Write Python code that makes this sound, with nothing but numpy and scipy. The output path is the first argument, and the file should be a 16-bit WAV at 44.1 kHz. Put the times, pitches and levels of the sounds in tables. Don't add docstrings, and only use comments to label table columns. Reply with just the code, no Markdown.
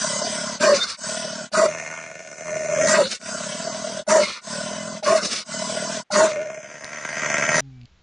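import sys
import numpy as np
from scipy import signal
from scipy.fft import rfft, irfft
from scipy.io import wavfile
from scipy.ndimage import uniform_filter1d

SR = 44100
rng = np.random.default_rng(int(sys.argv[2]) if len(sys.argv) > 2 else 0)


def store_pcm(level_fs):
    pcm = np.round(np.clip(level_fs, -1, 1) * 32767).astype(np.int16)
    wavfile.write(sys.argv[1], SR, np.atleast_2d(pcm).T)


def linear_from_db(decibels):
    return 10 ** (np.asarray(decibels, float) / 20)


N = 353682

# start_s, end_s, level_db, hiss_db (relative), hiss_sag_db_per_s
SNORES = [
    (-.1, 0.602, -33.5, 6.5, 12.5),
    (0.962, 1.5, -36.5, 7.5, 23.5),
    (3.18, 4.043, -35.5, 1, 5.5),
    (4.406, 5.028, -33.5, 1, 17.5),
    (5.435, 6.04, -33, -0.5, 2.5),
]
# time_s, louder_db
HARD_FLAPS = [(0.048, 0.5), (0.224, 5), (0.273, 2.5), (0.499, -3.5), (1.097, 1.5), (1.15, 5.5),
              (1.252, 5.5), (1.413, 1.5), (3.322, 2), (3.526, 2), (3.676, 8.5), (3.775, 4.5), (3.874, 10.5),
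              (4, 14), (4.533, -2.5), (4.587, 2.5), (4.713, 2.5), (4.952, 2), (5.521, -3.5), (5.625, 1.5),
              (5.75, 7.5), (5.827, 3.5), (5.975, 3.5)]
# start_s, length_s, level_db, crest_place (0-1), air_db (relative)
BARKS = [
    (0.588, 0.15, -13, 0.5, 0),
    (1.516, 0.14, -10, 0.7, -4.5),
    (2.853, 0.16, -14.5, 0.74, 1),
    (4.066, 0.14, -10, 0.5, -3),
    (5.026, .155, -14, 0.5, -0.5),
    (6.103, 0.16, -15, 0.7, 2.5),
]
# time_s, effort_db, voicing (0-1), lips_drawn_back (0-1), extra_hiss_db
GROWLS = [
    [(1.68, -36.5, 1, 0.25, -6), (1.78, -37.5, 0.37, 0.06, -0.5), (1.98, -38.5, 0, 0.4, -3),
     (2.1, -43.5, 0.52, 0.2, -4), (2.36, -46, 0.62, 0.3, 1.5), (2.52, -35, 0.9, 0.2, -3),
     (2.65, -37.5, 1, 0.07, -0.5), (2.78, -29, 0.95, 0.56, -4.5), (2.92, -24, 0.84, 0.77, 2.5)],
    [(6.28, -36, 0.9, 0, -6), (6.4, -38.5, 0.7, 0.4, -11), (6.6, -44.5, 0.64, 0.6, -4),
     (6.8, -42.5, 0.33, 0.8, -3.5), (7.0, -36, 0.03, 0.8, -3.5), (7.15, -32.5, 0, 0.76, -3.5),
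     (7.3, -26, 0.15, 0.76, -5), (7.5, -24, 0.18, 0.77, -5.5), (7.62, -19.5, 0.34, 0.9, 0)],
]


def in_time(rows):
    s, *columns = np.transpose(rows)
    return [np.interp(np.arange(N) / SR, s, c) for c in columns]


def rms_one(x):
    return x / np.sqrt(np.mean(x ** 2) + 1e-20)


def cut(x, hz, kind, order=2):
    return signal.sosfilt(signal.butter(order, hz, kind, fs=SR, output="sos"), x)


def drift(rate, shape=lambda slow: slow):
    r = np.exp(-32 * np.pi * rate / SR)
    slow = signal.lfilter([1], [1, -2 * r, r * r], rng.standard_normal(N // 16 + 2002))[2000:]
    return np.interp(np.arange(N) / 16, np.arange(len(slow)), shape(rms_one(slow)))


def resonate(x, modes, widen=1.0, patchy_db=0.0):
    out = 0
    for k, (hz, width, db) in enumerate(modes):
        r = np.exp(-np.pi * width * widen / SR)
        poles = [1, -2 * r * np.cos(2 * np.pi * hz / SR), r * r]
        rung = signal.lfilter([1, 0, -1], poles, x) * (1 - r * r) / 2
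        swell = drift(6.7, lambda slow: linear_from_db(db + patchy_db * slow))
        out = out + (-1) ** k * swell * rung
    return out


def evened(x, size):
    return x / np.sqrt(uniform_filter1d(x ** 2, size, axis=-1) + 1e-12)


def in_step(turns, marks):
    at = (np.array(marks)[:, 0] * SR).astype(int)
    whole = np.cumsum(np.round(np.diff(turns[at], prepend=0)))
    return turns + np.interp(np.arange(N), at, whole - turns[at])


def fade(t, start, end, attack, release):
    return (np.clip((t - start) / attack, 0, 1) * np.clip((end - t) / release, 0, 1)) ** 2.58


def yard():
    # frequency_hz, level_db (per Hz)
    wind_colour = [(15, -19), (25, -22), (55, -12), (102, -25.5), (189, -27), (234, -38), (1050, -40.5),
                   (3710, -42), (7400, -50.5), (9620, -100), (16300, -120)]
    # time_s, peak_db
    chain_ticks = [
        (7.8138, -52),
        (7.8324, -57),
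        (7.855, -44),
    ]
    # frequency_hz, width_hz, level_db
    link_modes = [(2560, 630, 0), (4400, 480, 1), (6430, 1800, -13)]
    # time_s, pitch_hz, level_db
    bird_call = [
        (7.70, 1900, -85),
        (7.73, 2300, -68),
        (7.82, 2350, -67),
        (7.89, 2150, -75),
        (7.92, 2100, -92),
    ]
    colour_hz, colour_db = np.transpose(wind_colour)
    hz = np.maximum(np.arange(N // 2 + 1) * SR / N, 1)
    colour = linear_from_db(np.interp(np.log(hz), np.log(colour_hz), colour_db))
    wind = linear_from_db(-56.5) * rms_one(irfft(rfft(rng.standard_normal(N)) * colour, N))
    clicks = np.zeros(N)
    clicks[[round(s * SR) for s, db in chain_ticks]] = linear_from_db(np.array(chain_ticks)[:, 1] + 14.5)
    scuffs = signal.lfilter([1], [1, -.985], np.abs(clicks)) * rng.standard_normal(N)
    bird_hz, bird_db = in_time(bird_call)
    bird = linear_from_db(bird_db) * np.sin(2 * np.pi * np.cumsum(bird_hz) / SR)
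    return cut(wind + resonate(scuffs, link_modes) + bird, 7400, "low", order=10)


def moan():
    # time_s, pitch_hz, level_db
    moan_course = [
        (7.612, 137.6, -33),
        (7.678, 135.3, -29),
        (7.708, 131.3, -32),
        (7.854, 118, -31.5),
        (7.868, 125.7, -87),
        (7.88, 126.4, -49),
    ]
    # multiple (of the pitch), level_db
    partials = [(1, -12), (2, -20.5), (3, -39.5), (6, -42.5)]
    last_s, last_hz, _ = moan_course[-1]
    hz, db = in_time(moan_course + [(last_s + 0.0055, last_hz, -110)])
    phase = 2 * np.pi * np.cumsum(hz) / SR
    return np.sqrt(2) * linear_from_db(db) * sum(linear_from_db(part_db) * np.sin(k * phase) for k, part_db in partials)


def whistle_and_tick():
    # time_s, peak_db, pitch_hz
    whistles = [
        (0.815, 2.5, 3625),
    ]
    # time_s, peak_db
    claw_ticks = [
        (6.8447, -11),
    ]
    s, db, hz = whistles[0]
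    t = np.arange(N) / SR - s - .008
    out = linear_from_db(db - 19.5) * np.exp(-(t / 0.017) ** 2) * np.sin(2 * np.pi * hz * t + 0.6 * drift(60))
    tick_s, tick_db = claw_ticks[0]
    at = round(tick_s * SR)
    out[at:at + 40] += linear_from_db(tick_db - 5) * rng.standard_normal(40) * np.hanning(40)
    return out


def smacks():
    # time_s, peak_db
    lip_partings = [
        (3.214, -22),
        (4.421, -39),
        (5.464, -35),
    ]
    clicks = np.zeros(N)
    clicks[[round(s * SR) for s, db in lip_partings]] = linear_from_db(np.array(lip_partings)[:, 1] - 8.5)
    noise = signal.lfilter([1], [1, -.993], clicks) * rng.standard_normal(N)
    return cut(noise, [500, 5000], "band", order=1)


def snore_power(t):
    # level_db, attack_s, release_s, hiss_colour_share
    layers = [
        (-3, 0.12, 0.06, 0.011),
        (-0.17, 0.14, 0.075, 0.27),
        (1.5, 0.11, 0.048, 0.66),
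        (1.44, 0.12, 0.058, 1.14),
    ]
    out = np.zeros((4, len(t)))
    for start, end, db, hiss_db, sag in SNORES:
        for k, (own_db, attack, release, share) in enumerate(layers):
            colour_db = share * (hiss_db - sag * np.clip(t - start, 0, end - start))
            out[k] += linear_from_db(2 * (db + own_db + colour_db)) * fade(t, start, end, attack, release)
    flap_s = 0.029
    out[1] *= linear_from_db(2 * sum(db * np.exp(-((t - s) / flap_s) ** 2) for s, db in HARD_FLAPS))
    return out


def bark_power(t):
    # level_db, crest_share (of the bark's crest_place), early_drop_db (under the
    # crest after the attack), late_drop_db (under it at the end), fall_db_per_s
    bark_layers = [
        (-15, 0.64, 4.5, 3, 300.5),
        (3.5, 1.51, 12, 9, 467),
        (-5.5, 0.86, 11.5, 5.5, 254),
        (-9.5, 0.12, 8, 4, 254.5),
    ]
    # start_s, hiss_db, mouth_db (rel), throat_db (rel), sag_db_per_s
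    pants = [
        (0.729, -22, -3, -9, 54),
        (3.016, -24.5, -1.5, -6.5, 53.5),
        (4.201, -24.5, 5.5, -3, 105.5),
        (5.204, -24, -1.5, -4.5, 30.5),
    ]
    # level_db, own_sag_db_per_s
    pant_layers = [
        (-0.5, 60),
        (0.5, 63.5),
        (-2.5, -23.5),
        (-0.5, -3),
    ]
    attack_s = 0.019
    early_swell = 0.91
    out = np.zeros((4, len(t)))
    for start, length, db, crest, air_db in BARKS:
        for k, (own_db, place, early_db, late_db, fall) in enumerate(bark_layers):
            crest_s = place * crest * length
            times = [attack_s, (2 * attack_s + crest_s) / 3, crest_s, length, length + 1]
            levels = [-early_db, -early_db * (1 - early_swell), 0, -late_db, -late_db - fall]
            shape_db = np.interp(t - start, np.maximum.accumulate(times), levels)
            level_db = db + own_db + air_db * (k != 1) + shape_db
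            out[k] += linear_from_db(2 * level_db) * fade(t, start, np.inf, attack_s, 1)
    for start, db, mouth_db, throat_db, sag in pants:
        end = min(row[0] for row in SNORES if row[0] > start) + 0.011
        passed = np.clip(t - start, 0, end - start)
        for k, (own_db, own_sag) in enumerate(pant_layers):
            rel_db = [throat_db, throat_db, mouth_db, 0][k]
            level_db = db + own_db + rel_db - (sag + own_sag) * passed
            out[k] += linear_from_db(2 * level_db) * fade(t, start, end, attack=0.029, release=0.039)
    return out


def breathing():
    # level_db, voiced_db (more at full voicing), bared_db (more with bared teeth)
    growl_layers = [
        (-11, 5, -0.7),
        (-4, 12.5, -4.8),
        (4.5, -3.5, -2.25),
        (-3.5, 2.5, 4.5),
    ]
    # time_s, flaps_per_s
    palate_rate = [(.3, 35.6), (1.2, 38.2), (3.3, 33), (3.45, 35), (3.58, 40), (4.0, 40.3), (4.45, 33),
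                   (4.55, 39), (4.75, 42), (5.02, 43), (5.45, 37), (5.6, 39.6)]
    t = np.arange(0, N + 32, 32) / SR
    s, *columns = np.vstack(GROWLS).T
    effort_db, voicing, lips, hiss_db = (np.interp(t, s, c) for c in columns)
    on = sum(fade(t, rows[0][0] - .04, rows[-1][0] + .04, .04, .04) for rows in GROWLS)
    growl = on * np.array([linear_from_db(2 * (effort_db + db + voiced_db * voicing + bared_db * lips))
                           for db, voiced_db, bared_db in growl_layers])
    growl[3] *= linear_from_db(2 * hiss_db)
    snore, bark = snore_power(t), bark_power(t)
    levels_db = 10 * np.log10(snore + bark + growl + 1e-9)
    inward = snore.sum(0) > (bark + growl).sum(0)
    growl_rate = 79 + .2 * np.clip(effort_db + 34, -15, 5) * on
    per_s = np.where(inward, np.interp(t, *np.transpose(palate_rate)), growl_rate)
    wide = bark[2] / (bark[2] + growl[2] + 1e-12)
    curves = (*levels_db, per_s, inward, np.clip(lips * on, 0, 1), wide)
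    return [np.interp(np.arange(N) / SR, t, c) for c in curves]


def palate(per_s):
    # pitch_hz, half_length_s, level_db
    flap_tones = [(214, .0055, 5), (625, .0055, 1)]
    turns = in_step(np.cumsum(per_s * (1 + .015 * drift(20))) / SR, HARD_FLAPS) + .6
    flap = rng.standard_normal((1000, 3))[turns.astype(int)]
    t = (turns % 1 - .5) / per_s
    bursts = 0
    for k, (hz, half, db) in enumerate(flap_tones):
        level = linear_from_db(db + (2 + 2 * k) * flap[:, k]) * np.exp(-(t / half) ** 2)
        phase = 2 * np.pi * hz * (1 + .025 * flap[:, 2]) * t + .5 * flap[:, k]
        bursts = bursts + level * np.sin(phase)
    opening = 2.8 + np.exp(-(t / 0.0098) ** 2)
    return rms_one(bursts), rms_one(opening * rng.standard_normal(N))


def snore_sound(per_s):
    # frequency_hz, width_hz, level_db
    airway_modes = [(204, 43, 14), (626, 23.5, -3.5), (1001, 75, -14), (1454, 41, -12), (2048, 9.1, -16),
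                    (2950, 42, -22), (4156, 310, -14), (4670, 41, -3), (4962, 24, 0), (5345, 53, 0),
                    (5920, 490, -4), (6410, 290, 0), (7930, 320, -4.5)]
    bursts, air = palate(per_s)
    snore = rms_one(resonate(air, airway_modes[1:], widen=1.9, patchy_db=2.0) + linear_from_db(-32.5) * air)
    throat_air = rms_one(cut(air, [280, 520], "band"))
    low_ring = rms_one(resonate(cut(air, 800, "low"), airway_modes[:2], widen=3))
    return rms_one(snore + .5 * bursts + .11 * throat_air + .2 * low_ring)


def flutter(per_s):
    # time_s, peak_db
    slaps = [(1.7354, -31), (1.7838, -26), (1.7975, -24), (1.8611, -27), (1.9249, -31.5), (1.9988, -31),
             (2.0252, -35), (2.0616, -31), (2.113, -28.5), (2.1529, -28.5), (2.1913, -29), (2.2233, -35.5),
             (2.2731, -31), (2.3135, -30.5), (2.3689, -45.5), (2.4068, -29.5), (2.4557, -29.5),
             (2.4802, -23.5), (2.5041, -23.5), (2.5535, -26), (2.6184, -31), (2.6448, -24.5), (2.6847, -23),
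             (2.7346, -26), (2.7725, -19.5), (2.8109, -13), (2.8578, -22), (6.3164, -26), (6.3578, -24),
             (6.4146, -25.5), (6.4565, -33.5), (6.4999, -25), (6.5443, -25.5), (6.5728, -29.5),
             (6.6292, -33), (6.6865, -37), (6.7394, -32.5), (6.8501, -26.5), (6.8901, -28), (6.93, -24),
             (6.9704, -27.5), (7.0098, -28), (7.0492, -17), (7.0886, -18), (7.1275, -21.5), (7.1674, -19.5),
             (7.2193, -18.5), (7.2592, -15.5), (7.2996, -11.5), (7.341, -6.5), (7.3675, -12.5),
             (7.381, -8.5), (7.4228, -10.5), (7.4363, -14), (7.4498, -13.5), (7.4892, -7), (7.5156, -10),
             (7.5421, -9.5), (7.5665, -17)]
    group_db = [-0.5, -1.5, -3.5]
    turns = in_step(np.cumsum(per_s * (1 + .04 * drift(17))) / SR, slaps)
    at = np.flatnonzero(np.diff(np.floor(turns)) > 0) + 1
    chance = np.clip(rng.standard_normal(1000)[:len(at)], -2, 1.2)
    slap_s, slap_db = np.transpose(slaps)
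    marked = np.searchsorted(at, slap_s * SR - 100)
    count = np.arange(len(at))
    group = np.maximum(np.searchsorted(marked, count, "right") - 1, 0)
    place = count - marked[group]
    flap_db = 2 * chance + np.array(group_db)[np.clip(place, 0, 2)]
    effort_db = np.interp(slap_s, *np.vstack(GROWLS).T[:2])
    flap_db[marked] = np.clip(slap_db - effort_db - 11.5, -3, 7)
    clicks = np.zeros(N)
    clicks[at] = linear_from_db(flap_db)
    r = np.exp(-1 / (.006 * SR))
    gate = .75 + rms_one(signal.lfilter([1 - r], [1, -r], clicks))
    puffs = rms_one(gate * rng.standard_normal(N))
    return linear_from_db(5.5) * puffs + rms_one(cut(clicks, 3100, "low", order=5)), puffs


def growl_and_snarl(per_s):
    # frequency_hz, width_hz, level_db
    growl_modes = [(174, 52, 7), (665, 64, 6.5), (1474, 19, -3), (1813, 47, -4), (2122, 33, -4.5),
                   (2513, 64, -9), (2745, 37, -11), (6260, 370, -4), (7100, 40, -13), (4310, 120, -21),
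                   (8080, 180, -20.5), (8630, 120, -22.5)]
    snarl_modes = [(200, 93.6, -3.5), (627, 33, 4), (1352, 19, -21), (1589, 25, -15), (1873, 21, -12.5),
                   (2070, 30, -15.5), (2236, 18, -21), (2576, 28, -21.5), (2970, 14, -31.5),
                   (4900, 180, -19), (5900, 92, -23), (5850, 94, -10), (6940, 60, -16.5), (8700, 520, -47)]
    hard, hard_air = flutter(per_s)
    growl = resonate(hard, growl_modes, widen=1.8, patchy_db=1)
    growl = growl + linear_from_db(-18) * cut(hard, [1200, 3000], "band")
    low_part, high_part = cut(growl, 3150, "low", order=14), cut(growl, 4300, "high", order=5)
    growl = rms_one(low_part + 0.006 * growl + linear_from_db(10.5) * high_part)
    snarl = rms_one(resonate(hard, snarl_modes, widen=2.5, patchy_db=1) + linear_from_db(-23) * hard_air)
    return growl, snarl


def bark_and_pant():
    # frequency_hz, width_hz, level_db
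    bark_modes = [(209, 7, 16), (590, 30, -16.5), (896, 90, -5.5), (1075, 43, -3), (1240, 34, -7),
                  (1460, 33, -9), (1607, 36, -13), (2187, 30, -20.5), (4100, 660, -34.5), (4556, 95, -9),
                  (6850, 1100, -20.5), (7550, 60, -8), (9260, 24, -47.5)]
    rasp_modes = [(1814, 40, -14), (1950, 44, -19), (430, 210, -12), (5870, 620, -18)]
    pant_modes = [(1080, 28, -28), (1482, 24, -3), (2106, 17, -10), (4600, 170, -6.5), (3670, 200, -9.5),
                  (4260, 99, -13), (4870, 17, -11), (5170, 474, -0.5), (6440, 340, -10.5), (7700, 100, -40)]
    blast = rng.standard_normal(N) * linear_from_db(drift(55))
    bark = resonate(blast, bark_modes + rasp_modes, widen=1.19, patchy_db=3.5)
    bark = rms_one(bark + linear_from_db(-37.5) * cut(blast, [850, 2400], "band") + linear_from_db(-24.5) * blast)
    pant = resonate(blast, bark_modes[:2] + pant_modes, widen=4.46, patchy_db=7.0)
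    return bark, rms_one(pant + linear_from_db(-15.0) * blast)


def mouth_shapes(throat_db, per_s, inward, lips, wide):
    barking = np.clip((throat_db + 29.5) / 25, 0, 1)
    voiced = (1 - inward) * (1 - lips) * np.clip((throat_db + 40) / 15, 0, 1)
    snore = snore_sound(per_s)
    growl, snarl = growl_and_snarl(per_s)
    bark, pant = bark_and_pant()
    closed = (1 - lips) * growl + lips * snarl
    jaws = barking * bark + (1 - barking) * pant
    return inward * snore + (1 - inward) * ((1 - wide) * closed + wide * jaws), voiced


def yelp():
    # highest_s, pitch_hz, fall_hz (by the end)
    yelps = [
        (0.657, 628.2, 64),
        (1.621, 636, 25),
        (2.99, 641, 120),
        (4.161, 646, 45),
        (5.128, 638, 40.5),
        (6.222, 635, 15),
    ]
    points = []
    for (start, length, *_), (top, top_hz, fall_hz) in zip(BARKS, yelps):
        end = start + length
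        points += [(start + .02, 613), (top, top_hz), (end + .02, top_hz - fall_hz), (end + .2, 616)]
    hz, = in_time(points)
    phase = 2 * np.pi * np.cumsum(hz * (1 + .028 * drift(40))) / SR
    throb = np.sin(2 * np.pi * np.cumsum(61 * (1 + .2 * drift(12))) / SR)
    bursts = .9 + .3 * drift(50) + .42 * throb
    tone = np.exp(1j * phase)
    return bursts * tone.imag, tone


def throbbing(voice, tone, rasp, throat_db):
    # centre_s, peak_db, half_length_s
    throat_throbs = [(.609, -21, .005), (.624, -22, .006), (.637, -13, .006), (.649, -11, .008),
                     (.675, -9, .013), (.698, -7, .009), (.729, -7, .014), (.755, -20, .012),
                     (1.545, -18, .009), (1.578, -14, .008), (1.596, -10, .011), (1.622, -8, .008),
                     (1.638, -7, .01), (1.661, -11, .01), (1.688, -16, .009), (1.717, -28, .01),
                     (2.81, -13, .014), (2.841, -12, .008), (2.858, -12, .009), (2.878, -17, .006),
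                     (2.9, -16, .007), (2.919, -13, .01), (2.941, -10, .007), (2.956, -14, .008),
                     (2.976, -14, .008), (2.992, -7, .01), (3.011, -8, .01), (3.029, -16, .006),
                     (3.045, -27, .01), (3.066, -28, .01), (4.084, -15, .006), (4.104, -19, .007),
                     (4.127, -9, .014), (4.154, -7, .009), (4.171, -7, .006), (4.183, -10, .006),
                     (4.198, -8, .008), (4.218, -12, .008), (4.232, -19, .006), (4.247, -30, .008),
                     (5.042, -22, .008), (5.073, -14, .008), (5.086, -13, .007), (5.109, -10, .01),
                     (5.131, -8, .008), (5.157, -7, .009), (5.179, -18, .008), (5.193, -26, .008),
                     (6.119, -27, .006), (6.136, -19, .008), (6.162, -13, .009), (6.184, -11, .011),
                     (6.205, -10, .01), (6.221, -10, .01), (6.24, -9, .011), (6.258, -14, .01),
                     (6.28, -21, .01), (6.3, -24, .012), (6.392, -21, .016), (6.423, -25, .012),
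                     (2.46, -31, .009), (2.493, -26, .012), (2.531, -21, .011), (2.568, -19, .011),
                    (2.608, -22, .012), (2.632, -25, .006), (2.657, -22, .011), (2.696, -18, .011),
                    (2.723, -18, .008), (2.741, -14, .007), (2.771, -16, .008), (2.791, -15, .007),
                    (6.322, -25, .01), (6.345, -26, .009), (6.366, -25, .009), (6.464, -26, .012),
                    (6.5, -27, .013), (6.539, -31, .009), (6.578, -29, .011), (6.607, -36, .008)]
    t = np.arange(0, N + 16, 16) / SR
    rows = sorted(throat_throbs)
    soft = np.array(rows)[:, 1] < -19
    slip_rad = 2.0 * np.where(soft, .2, 1)
    slips = np.exp(1j * np.cumsum(slip_rad * rng.standard_normal(len(rows))))
    stretches = np.where(soft, 1.4, 1)
    swing = sum(slip * linear_from_db(db) * np.exp(-((t - s) / half / stretch) ** 2)
                for (s, db, half), slip, stretch in zip(rows, slips, stretches))
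    reach_s = .022
    near = np.clip(1.5 * sum(np.exp(-((t - s) / reach_s) ** 4) for s, db, half in rows), 0, 1)
    husk = uniform_filter1d(np.abs(swing), size=60)
    swing, husk, near = (np.interp(np.arange(N) / SR, t, c) for c in (swing, husk, near))
    return (1 - near) * voice + near / linear_from_db(throat_db) * (np.imag(swing * tone) + husk * rasp)


def mottled(x, patchy_db):
    _, _, frames = signal.stft(x, nperseg=768)
    field = rms_one(uniform_filter1d(rng.standard_normal(frames.shape), size=12, axis=1))
    return signal.istft(frames * linear_from_db(patchy_db * np.minimum(field, 1.3)), nperseg=768)[1][:N]


def thinned(x):
    hz, _, frames = signal.stft(x, SR, nperseg=768)
    power = uniform_filter1d(np.abs(frames) ** 2, size=4, axis=-1)
    around = uniform_filter1d(power, size=70, axis=-2)
    weak = uniform_filter1d(power, size=3, axis=-2) < linear_from_db(2 * -15.5) * around
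    gain = np.where(weak & (hz[:, None] > 2300), .15, 1)
    return signal.istft(frames * gain, nperseg=768)[1][..., :N]


def window_dog():
    band_edges_hz = [90, 400, 850, 3200]
    # frequency_hz, width_hz, level_db
    throat_modes = [(624, 130, 0)]
    raised_modes = [(624, 130, -4), (750, 90, 1)]
    upper_notch_hz = [3000, 3460]
    low_hz, throat_hz, mouth_hz, top_hz = band_edges_hz
    chest_db, throat_db, mouth_db, hiss_db, per_s, inward, lips, wide = breathing()
    chest_db, mouth_db, hiss_db = chest_db - throat_db, mouth_db - throat_db, hiss_db - throat_db
    mix, voiced = mouth_shapes(throat_db, per_s, inward, lips, wide)

    core = cut(mix, [throat_hz, mouth_hz], "band")
    rung = (1 - lips) * resonate(core, throat_modes) + lips * resonate(core, raised_modes)
    core = evened(rung + 0.74 * core, size=4000)
    broken, tone = yelp()
    rasp = .1 * evened(cut(mix, [500, 780], "band"), size=4000)
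    rasp = rasp + .15 * evened(cut(mix, [380, 550], "band"), size=4000)
    voice = evened((1 - 0.75 * voiced) * core + 0.63 * voiced * broken, size=4000)
    voice = throbbing(voice, tone, rasp, throat_db)

    chest = cut(cut(mix, [low_hz, throat_hz], "band"), 99, "high")
    voice += linear_from_db(chest_db) * evened(cut(chest, 330, "low", order=3) + 0.28 * chest, size=4000)
    middle = cut(cut(mix, [mouth_hz, top_hz], "band", order=3), 890, "high", order=8)
    clear = .45 + .45 * (1 - inward) * (1 - wide)
    middle = clear * middle + (1 - clear) * 1.2 * mottled(middle, patchy_db=7.0)
    voice += linear_from_db(mouth_db) * evened(middle, size=4000)

    treble = cut(mix, top_hz, "high", order=4)
    treble = .35 * clear * treble + (1 - .35 * clear) * .6 * mottled(treble, patchy_db=5.5)
    hiss = linear_from_db(hiss_db) * evened(treble, size=3000)
    late = mottled(np.roll(hiss / linear_from_db(hiss_db), 700), patchy_db=16)
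    side = linear_from_db(-11) * linear_from_db(hiss_db) * rms_one(cut(late, 4100, "high", order=12))

    total_db = throat_db + np.maximum(hiss_db, 0)
    rumble_db = np.minimum(total_db, -36) - 0.6 * np.maximum(total_db + 23, 0) - 26.0
    rumble = linear_from_db(rumble_db) * rms_one(cut(rng.standard_normal(N), [45, 110], "band"))
    rumble = rumble * np.clip((total_db + 48) / 12, 0, 1)

    voice -= .75 * cut(voice, [750, 870], "band", order=1)
    mono = linear_from_db(throat_db) * (voice + hiss)
    mono -= .6 * wide * cut(mono, upper_notch_hz, "band", order=1)
    return thinned(cut(mono, 62, "high", order=4)) + linear_from_db(throat_db) * side * [[1], [-1]] + rumble


def scene():
    gate_floor = linear_from_db(-63) * cut(rng.standard_normal(N), 3000, "low")
    car = window_dog() + whistle_and_tick() + smacks() + gate_floor
    car = 0.83 * np.tanh(car / 0.79)
    limit = signal.ellip(14, .5, 95, 9720, fs=SR, output="sos")
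    car = signal.sosfilt(limit, car[:, ::-1])[:, ::-1]
    change_s = 7.606
    return np.where(np.arange(N) < change_s * SR, car, moan() + yard())


def low_pass(x):
    return signal.sosfilt(signal.butter(12, 16000, fs=SR, output="sos"), x)


def record(dry):
    return low_pass(dry)


dry = scene()
out = record(dry)
store_pcm(out)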